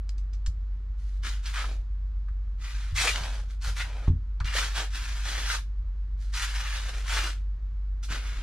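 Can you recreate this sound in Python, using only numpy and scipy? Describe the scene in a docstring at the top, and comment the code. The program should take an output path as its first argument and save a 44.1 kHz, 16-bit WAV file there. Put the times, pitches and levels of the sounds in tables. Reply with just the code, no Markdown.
"""A motor hums steadily below a timber-framed room, as fixed low tones over dark rumble and faint airy noise.
Wet adhesive soon starts to tick, in short noise bursts, and the deck thuds as weight shifts on its plywood modes.
Then a notched steel trowel rasps over the wood in five sweeps of a few pulls each: random slips shake blade and deck.
Now and then its teeth catch, with a crack, a knock and a ring of steel, while ticks and thuds go on."""
import sys
import numpy as np
from scipy import signal
from scipy.fft import rfft, irfft, next_fast_len
from scipy.io import wavfile
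from scipy.ndimage import map_coordinates

SR = 44100
rng = np.random.default_rng(int(sys.argv[2]) if len(sys.argv) > 2 else 0)


def put_to_file(sound):
    """Save the sound as 16-bit audio at rate SR, in the file named by the first command-line argument."""
    columns = np.atleast_2d(sound).T  # one column per channel
    safe = np.clip(columns, -1, 1)
    whole_steps = np.round(safe * 32767)
    wavfile.write(sys.argv[1], SR, whole_steps.astype(np.int16))


N = 371578
TIME = np.arange(N) / SR

# steady tones of the motor: pitch_hz [Hz], level_db [dB rms, before a slight waver]
HUM_TONES = [(48.3, -30.5), (82, -53), (110, -59.5)]
# colour of the room's low rumble: frequency_hz [Hz], density_db [dB per Hz, relative]
RUMBLE_COLOUR = [(20, -2.5), (34, 9), (45, 12.5), (62, 7.5), (82, -1.5), (100, -9.5), (130, -14.5),
                 (170, -23), (250, -28.5), (400, -34.5), (700, -54), (3000, -90)]
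# colour of the air noise: frequency_hz [Hz], density_db [dB per Hz, relative]
AIR_COLOUR = [(100, 3), (300, -1), (750, -9), (1250, -5), (2000, -11), (3000, -17.5), (4200, -17.5),
              (7000, -26), (10000, -41), (15000, -58)]
# wet ticks and smacks of the glue, plus one crack of the blade at 4.402 s: start_s [s], level_db [dB at the
# peak, before the layer gains], centre_hz [Hz], length_s [s]
GLUE_TICKS = [(0.092, -34, 4700, .002), (0.178, -53, 5600, .012), (0.33, -50, 5200, .014),
              (0.461, -35, 5700, .008), (1.29, -34, 5000, .003), (1.454, -36, 3800, .014),
              (2.647, -35, 7000, .0016), (3.158, -18.5, 1900, .0018), (3.235, -28, 4000, .003),
              (3.619, -44, 4560, .009), (4.402, -39, 4200, .003), (4.443, -39, 3200, .008),
              (6.334, -38, 4500, .015), (8.032, -47, 5000, .012)]
# pushes of weight on the deck: start_s [s], level_db [dB, relative], contact_s [s]
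DECK_THUDS = [(0.473, -12, 0.016), (2.294, -25, .014), (2.924, -18, 0.0085), (3.209, -30, 0.0037),
              (3.673, -24, 0.0084), (4.079, -11.5, .003), (4.1, -11.5, 0.0048), (4.406, -18.5, 0.008),
              (4.445, -23, 0.007), (8.105, -30, 0.0025)]
# modes of the plywood deck: pitch_hz [Hz], level_db [dB, relative], t60_s [s to fall 60 dB]
DECK_MODES = [(45, -19, 0.2), (71.5, -7.5, 0.25), (85.2, -1.5, 0.24), (119.3, -7, 0.24), (142.3, -8, 0.16),
              (178, -22, 0.22), (198, -17, 0.2), (238, -17, .22), (262, -20, .22), (305, -20, 0.21),
              (371, -18, 0.15)]
# pulls of the trowel: start_s [s], rise_s [s], hold_s [s], rasp_db [dB], sag_db [dB lost over the hold],
# release_s [s per 20 dB], drone_db [dB re rasp, plywood], hiss_db [dB re rasp, blade edge],
# boom_db [dB re rasp, deck], drone_hz [Hz, where its pitch settles],
# lower_hz [Hz, lower resonance], upper_hz [Hz, upper resonance]
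TROWEL_PULLS = [ (.96, .05, .17, -72, 0, .08, -20, 3, -30, 800, 1900, 4200),
                (1.216, .052, .035, -40.5, 3, .1, -18, -3, -15, 800, 1560, 2900),
                (1.41, .07, .01, -47.5, 0, .15, -20, -2, -22, 800, 1400, 2700),
                (1.505, .085, .008, -35.5, 0, .075, -11, -8.5, -24, 850, 1450, 2400),
                (1.6, .04, .08, -53, 3, .11, 3, -2, -7, 580, 1200, 2400),
                (2.572, .1, .25, -48, 7, .1, -16, -3.5, -30, 800, 1800, 2400),
                (2.936, .06, .087, -33, -1, .085, -13, 0, -32, 620, 2050, 2450),
                (3.1, .05, .21, -43.5, 6, .12, -2, -3, -14, 680, 1400, 3300),
                (3.46, .045, .02, -62, 0, .07, -14, -2, -20, 700, 1400, 3700),
                (3.597, .07, .01, -42, 0, .085, -7, -2, -24, 780, 1450, 4300),
                (3.735, .07, .008, -38, 0, .06, -16, -5, -27, 850, 1800, 2700),
                (3.81, .04, .22, -52.5, 4, .06, 0, -7, -9, 600, 1300, 2400),
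                (4.435, .04, .06, -40, 2, .1, -18, -8, -27, 850, 1700, 2850),
                (4.51, .07, .04, -32, 2, .15, -13, -2.5, -26, 600, 1700, 3200),
                (4.715, .075, .04, -36, 4, .07, -6, -4, -26, 660, 1700, 3000),
                (4.89, .075, .25, -44.5, 4, .12, -13, -1.5, -18, 850, 1650, 2700),
                (5.195, .11, .16, -39, 2, .1, -11, -2, -19, 620, 1700, 3400),
                (5.45, .06, .035, -35.2, 0, .055, -13, -1.5, -34, 760, 1700, 3300),
                (6.16, .09, .05, -64, 3, .06, -18, 2, -25, 850, 1650, 4200),
                (6.314, .06, .065, -38, -3, .11, -18, -2.5, -34, 900, 1850, 2700),
                (6.45, .11, .22, -40, 4, .1, -13, -4, -30, 780, 1720, 2800),
                (6.69, .07, .02, -44, 0, .1, -20, -1, -30, 750, 1700, 2800),
                (6.78, .06, .17, -46, 2, .1, -7, -4, -24, 540, 1700, 2500),
                (7.025, .14, .11, -33, 5, .08, -11, -3.5, -33, 560, 1450, 3000),
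                (8.022, .018, .008, -55, 0, .05, -14, 5, -20, 850, 1500, 4000),
                (8.072, .055, .025, -40, 0, .1, -10, -5, -13, 560, 1500, 2700),
                (8.17, .09, .17, -48.5, 0, .1, -11, -5, -14, 520, 1350, 2400), ]
# colour of the teeth on wood: frequency_hz [Hz], density_db [dB per Hz, relative]
RASP_COLOUR = [(140, -48), (230, -22), (465, -9), (555, -9.5), (650, -7), (893, -3.5), (1010, -5),
               (1340, 1), (2230, -2.5), (2480, -6.5), (3400, -6.5), (6310, -8.2), (8200, -13.5),
               (10000, -16), (12800, -26.5), (15500, -45)]
# modes of the steel blade: pitch_hz [Hz], level_db [dB, relative], t60_s [s to fall 60 dB]
BLADE_MODES = [(544, -3.5, 0.14), (900, 4, 0.15), (1190, -8.5, 0.067), (1315, 1.5, 0.075),
               (1455, -5, 0.043), (1573, 3, 0.061), (1717, -3, 0.044), (1811, 6, 0.1), (2090, -7.5, 0.064),
               (2406, 8, .12), (2470, 7, 0.079), (2577, 6, .13), (2835, 6.5, 0.099), (2960, 3, 0.071),
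               (3220, -12, .09), (3250, -2.5, 0.081), (3760, -7, .08), (4860, -22, .05), (6322, -7, .06),
               (7140, -14, .06), (8586, -15, .12)]
# teeth catching on the wood: start_s [s], level_db [dB at the peak, before the layer gains],
# centre_hz [Hz], length_s [s]
TOOTH_CATCHES = [(1.243, -35, 1520, .016), (1.565, -32, 1500, .02), (1.641, -32, 1200, .0067),
                 (2.283, -48, 1400, .007), (2.974, -28, 2080, .023), (3.035, -29.5, 900, .02),
                 (3.052, -33, 570, .018), (3.066, -27, 1410, .013), (3.072, -18, 2450, .008),
                 (3.104, -27, 2480, .006), (3.13, -31, 3400, .009), (3.797, -26, 1800, .017),
                 (4.074, -37, 900, .008), (4.402, -30, 1250, .009), (4.47, -37, 2850, .016),
                 (4.55, -33, 550, .006), (4.58, -31, 3100, .025), (4.612, -32, 1350, .014),
                 (4.78, -35, 2900, .014), (4.818, -39, 750, .014), (5.497, -24, 1700, .011),
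                 (5.543, -33, 1250, .016), (6.42, -32, 2700, .018), (6.556, -34, 1720, .012),
                 (6.745, -39, 2700, .016), (7.052, -40, 1330, .012), (7.077, -36, 1680, .012),
                 (7.165, -28, 1600, .019), (7.25, -35, 1400, .014), (8.11, -35, 1450, .02),
                 (8.16, -38, 1400, .006)]
# colour of the reflections: frequency_hz [Hz], level_db [dB, relative]
REFLECTION_COLOUR = [(60, -26), (250, -15), (1000, -7), (2000, -6), (4000, 0), (8000, -1.5), (14000, 4)]
# left minus right level of the trowel, glue and deck: frequency_hz [Hz], difference_db [dB]
STEREO_BALANCE = [(100, 0.5), (500, -0.5), (1000, -0.5), (2000, 1.9), (4000, 0), (8000, -1.4), (14000, 0)]

RUMBLE_DB, AIR_DB = -40.5, -64.2  # rms
ROOM_T60_S = 0.24
# the right channel hears the trowel first, by a time that swings as it moves
RIGHT_LEAD_S, LEAD_SWING_S, LEAD_SWING_HZ = .000036, .000011, 4
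CUTOFF_HZ = 15600
# the bare edge bites first; as the hand's weight settles, the hiss dulls and the plywood takes up the drone
SETTLE_S, BITE_HISS_DB, BITE_DRONE_DB = .045, 5, -9
HAND_WAVER_DB, HAND_WAVER_HZ = .4, 28
# the drone starts high and sinks as the blade is laid flatter
DRONE_SINK_OCTAVES = .6


def from_db(db):
    """Decibels to gain."""
    return 10 ** (np.asarray(db) / 20)


def rms_one(x):
    """Scale to unit rms."""
    return x / np.sqrt(np.mean(x ** 2) + 1e-20)


def colour(x, spectrum):
    """Shape a sound by (Hz, dB) points joined on a log-frequency axis."""
    hz, db = np.transpose(spectrum)
    size = next_fast_len(x.shape[-1])
    bins = np.maximum(np.fft.rfftfreq(size, 1 / SR), 1)
    gain = from_db(np.interp(np.log(bins), np.log(hz), db))
    return irfft(rfft(x, size) * gain, size)[..., :x.shape[-1]]


def cut(x, hz, kind, order=2):
    """Butterworth filter."""
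    sos = signal.butter(order, np.clip(hz, 10, .45 * SR), kind, fs=SR, output="sos")
    return signal.sosfilt(sos, x + 1e-18)


def drift(rate_hz):
    """Smooth random wander of unit rms, with a new target rate_hz times a second."""
    steps = rng.standard_normal(N // 8)
    return rms_one(np.interp(TIME * rate_hz, np.arange(len(steps)), steps))


def ring(x, modes):
    """Sum of decaying sines set off by a force."""
    out = 0
    for hz, db, t60 in modes:
        radius = from_db(-60 / (t60 * SR))
        angle = 2 * np.pi * hz / SR
        poles = [1, -2 * radius * np.cos(angle), radius * radius]
        out = out + from_db(db) * signal.lfilter([0, np.sin(angle)], poles, x + 1e-18)
    return out


def bursts(rows, width, order, spread_db, onset_share=.3):
    """Each contact is a quickly swelling and dying cluster of uneven slips around its own pitch."""
    out, size = np.zeros(N), SR // 5
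    noises = rng.standard_normal((len(rows), 2, size))
    for (start_s, db, hz, length), (slips, sizes) in zip(rows, noises):
        uneven = from_db(spread_db * np.repeat(sizes, SR // 2000)[:size])  # a new size every half millisecond
        band = [hz / (1 + width), hz * (1 + width)]
        burst = rms_one(cut(slips * uneven, band, "band", order=order))
        start, age = round(start_s * SR), TIME[:size] / length
        envelope = np.minimum(age / onset_share, np.exp(onset_share - age))
        out[start:start + size] += (from_db(db) * burst * envelope)[:N - start]
    return out


def background(waver_db=0.45, waver_hz=4, side_db=-7):
    """A motor's steady hum of slightly wavering sines, over low rumble and faint, wide air noise."""
    hum = 0
    for hz, db in HUM_TONES:
        level = from_db(db + waver_db * drift(waver_hz))
        hum = hum + level * np.sqrt(2) * np.sin(2 * np.pi * (hz * TIME + rng.random()))
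    rumble = cut(colour(rng.standard_normal(N), RUMBLE_COLOUR), 18, "high")
    rumble = from_db(RUMBLE_DB) * rms_one(rumble)
    mid, side = from_db(AIR_DB) * rms_one(colour(rng.standard_normal((2, N)), AIR_COLOUR))
    return hum + rumble + mid + from_db(side_db) * side * [[1], [-1]]


def glue(level_db=-1.5, blade_db=-22, top_hz=7400, wood_db=-10, wood_hz=1600):
    """Small pockets of adhesive crackle under the blade, tap the wood and ring the steel faintly."""
    pops = cut(bursts(GLUE_TICKS, width=.35, order=1, spread_db=3), top_hz, "low", order=3)
    wood_rows = [(start_s, db, wood_hz, length) for start_s, db, _, length in GLUE_TICKS]
    taps = bursts(wood_rows, width=.6, order=2, spread_db=3)
    steel = np.std(pops) * rms_one(ring(pops, BLADE_MODES))
    return from_db(level_db) * pops + from_db(wood_db) * taps + from_db(blade_db) * steel


def thuds(level_db=-3, boards_db=-25, boards_t60_s=.28):
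    """Soft pushes ring the deck and shake the boards around: the longer the contact, the duller the thud."""
    force = np.zeros(N)
    for start_s, db, contact in DECK_THUDS:
        push = np.sin(np.pi * np.minimum(TIME[:SR // 20] / contact, 1)) ** 2
        start = round(start_s * SR)
        force[start:start + len(push)] += from_db(db) * push / push.sum()
    t = TIME[:SR // 2]
    boards = rms_one(cut(rng.standard_normal(len(t)), [160, 360], "band", order=4))
    boards = boards * from_db(boards_db - 60 * t / boards_t60_s)
    return from_db(level_db) * (ring(force, DECK_MODES) + signal.oaconvolve(force, boards)[:N])


def pull_controls():
    """Each pull swells, sags while held and dies as the hand lets up: four levels and three pitches."""
    power, pitches = np.full((4, N), 1e-30), np.zeros((3, N))
    for (start_s, rise, hold, rasp_db, sag_db, release, drone_db, hiss_db, boom_db,
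         drone_hz, lower_hz, upper_hz) in TROWEL_PULLS:
        start = round(start_s * SR)
        t = TIME[:min(SR, N - start)]
        swell = np.sin(np.pi / 2 * np.minimum(t / rise, 1)) ** 2
        sag = sag_db * np.clip((t - rise) / hold, 0, 1)
        level_db = rasp_db - sag - 20 * np.maximum(t - rise - hold, 0) / release
        bite = np.exp(-t / SETTLE_S)
        levels = from_db([
            level_db,
            level_db + drone_db + BITE_DRONE_DB * bite,
            level_db + hiss_db + BITE_HISS_DB * bite,
            level_db + boom_db,
        ])
        pull = (swell * levels) ** 2
        sink = 2 ** (DRONE_SINK_OCTAVES * np.maximum(1 - t / (rise + hold), 0))
        power[:, start:start + len(t)] += pull
        # where pulls overlap, the stronger one dominates the pitch
        pitches[:, start:start + len(t)] += [pull[0] * hz for hz in (drone_hz * sink, lower_hz, upper_hz)]
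    waver = from_db(HAND_WAVER_DB * drift(HAND_WAVER_HZ))
    return np.sqrt(power) * waver, pitches / power[0]


def grit(per_s, spread_db):
    """Tiny slips at random moments, mostly weak and a few strong."""
    sizes = from_db(spread_db * np.minimum(rng.exponential(1, N), 4)) * rng.choice([-1, 1], N)
    return rms_one(sizes * (rng.random(N) < per_s / SR))


def resonance(friction, hz, half_width_hz, swing_octaves, swing_hz=22):
    """A resonance of the scrape, whose pitch wanders as the teeth cross the grain."""
    hz = hz * 2 ** (swing_octaves * drift(swing_hz))
    carrier = np.cos(2 * np.pi * np.cumsum(hz) / SR)
    return rms_one(cut(friction, half_width_hz, "low", order=3) * carrier)


def scrape(slips_per_s=6000, smear_db=-4, judder_db=1.2, judder_hz=130, crumbs_per_s=90, crumbs_db=-7,
           blade_db=-11, lower_db=-5.5, upper_db=-10, wood_hz=830, edge_hz=3400,
           rasp_db=-1.1, wood_db=.3, edge_db=-.8, mode_swing_db=2.5, mode_swing_hz=16,
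           deck_db=-19, boom_db=2.5):
    """Teeth stick and slip over the grain through wet glue, shaking the sheet and ringing the blade."""
    (rasp, wood, edge, boom), (drone_hz, lower_hz, upper_hz) = pull_controls()
    friction = grit(slips_per_s, spread_db=3.7) + from_db(smear_db) * rng.standard_normal(N)
    friction = friction + from_db(crumbs_db) * grit(crumbs_per_s, spread_db=3)  # coarser crumbs under the teeth
    friction = friction * from_db(judder_db * drift(judder_hz))  # the blade judders as it is dragged
    rub = colour(friction, RASP_COLOUR)
    sheet = resonance(friction, drone_hz, half_width_hz=270, swing_octaves=.1)
    teeth = rms_one(cut(rub, [wood_hz, edge_hz], "band", order=3))
    # as different teeth bear on the wood, the blade's modes come and go
    steel = 0
    for mode in BLADE_MODES:
        steel = steel + ring(friction * from_db(mode_swing_db * drift(mode_swing_hz)), [mode])
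    steel = from_db(blade_db) * rms_one(steel)
    board = from_db(lower_db) * resonance(friction, lower_hz, half_width_hz=130, swing_octaves=.08)
    board = board + from_db(upper_db) * resonance(friction, upper_hz, half_width_hz=170, swing_octaves=.07)
    hiss = rms_one(cut(rub, edge_hz, "high", order=4))
    shaken = ring(friction, DECK_MODES)
    deck = from_db(deck_db) * rasp * rms_one(cut(shaken, [110, 170], "band"))
    deck = deck + from_db(boom_db) * boom * rms_one(cut(shaken, [185, 400], "band"))
    rasping = from_db(rasp_db) * rasp * (teeth + steel + board)
    return rasping + deck + from_db(wood_db) * wood * sheet + from_db(edge_db) * edge * hiss


def catches(knock_db=-4.5, crack_db=-13, blade_db=-15):
    """A snagged tooth cracks, knocks on the wood and leaves the blade ringing."""
    knocks = bursts(TOOTH_CATCHES, width=.25, order=2, spread_db=2)
    cracks = cut(bursts(TOOTH_CATCHES, width=1, order=1, spread_db=3), 6500, "low")
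    steel = np.std(knocks) * rms_one(ring(knocks, BLADE_MODES))
    return from_db(knock_db) * knocks + from_db(crack_db) * cracks + from_db(blade_db) * steel


def room(x, wet_db=0, early_s=0.013, tail_db=-10, shift_hz=14, count=8):
    """Sound arrives on the right first; close reflections shift as the trowel moves, with a short tail."""
    t = TIME[:SR // 2]
    decay = np.exp(-t / early_s) + from_db(tail_db - 60 * t / ROOM_T60_S)
    lag = (RIGHT_LEAD_S + LEAD_SWING_S * drift(LEAD_SWING_HZ)) * SR
    out = np.array([map_coordinates(x, [np.arange(N) - lag], order=3), x])
    # the sound wanders between several echo patterns at constant total power
    shares = np.array([drift(shift_hz) for _ in range(count)])
    for share in shares / np.linalg.norm(shares, axis=0):
        echoes = rng.standard_normal((2, len(t))) * decay * (t > .001)
        echoes = colour(echoes / np.linalg.norm(echoes, axis=1, keepdims=True), REFLECTION_COLOUR)
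        out = out + from_db(wet_db) * signal.oaconvolve((share * x)[None], echoes, axes=1)[:, :N]
    return out


def scene(glue_wet_db=-4):
    """Trowel and deck in the room, over the hum; the glue's ticks stay drier."""
    left, right = room(scrape() + catches() + thuds()) + room(glue(), wet_db=glue_wet_db)
    lean = np.array(STEREO_BALANCE)
    # each side takes half of the level difference
    return np.array([colour(left, lean * [1, .5]), colour(right, lean * [1, -.5])]) + background()


def record(dry):
    """A steep elliptic low-pass removes the top."""
    return signal.sosfilt(signal.ellip(10, .1, 80, CUTOFF_HZ, fs=SR, output="sos"), dry)


dry = scene()
out = record(dry)
put_to_file(out)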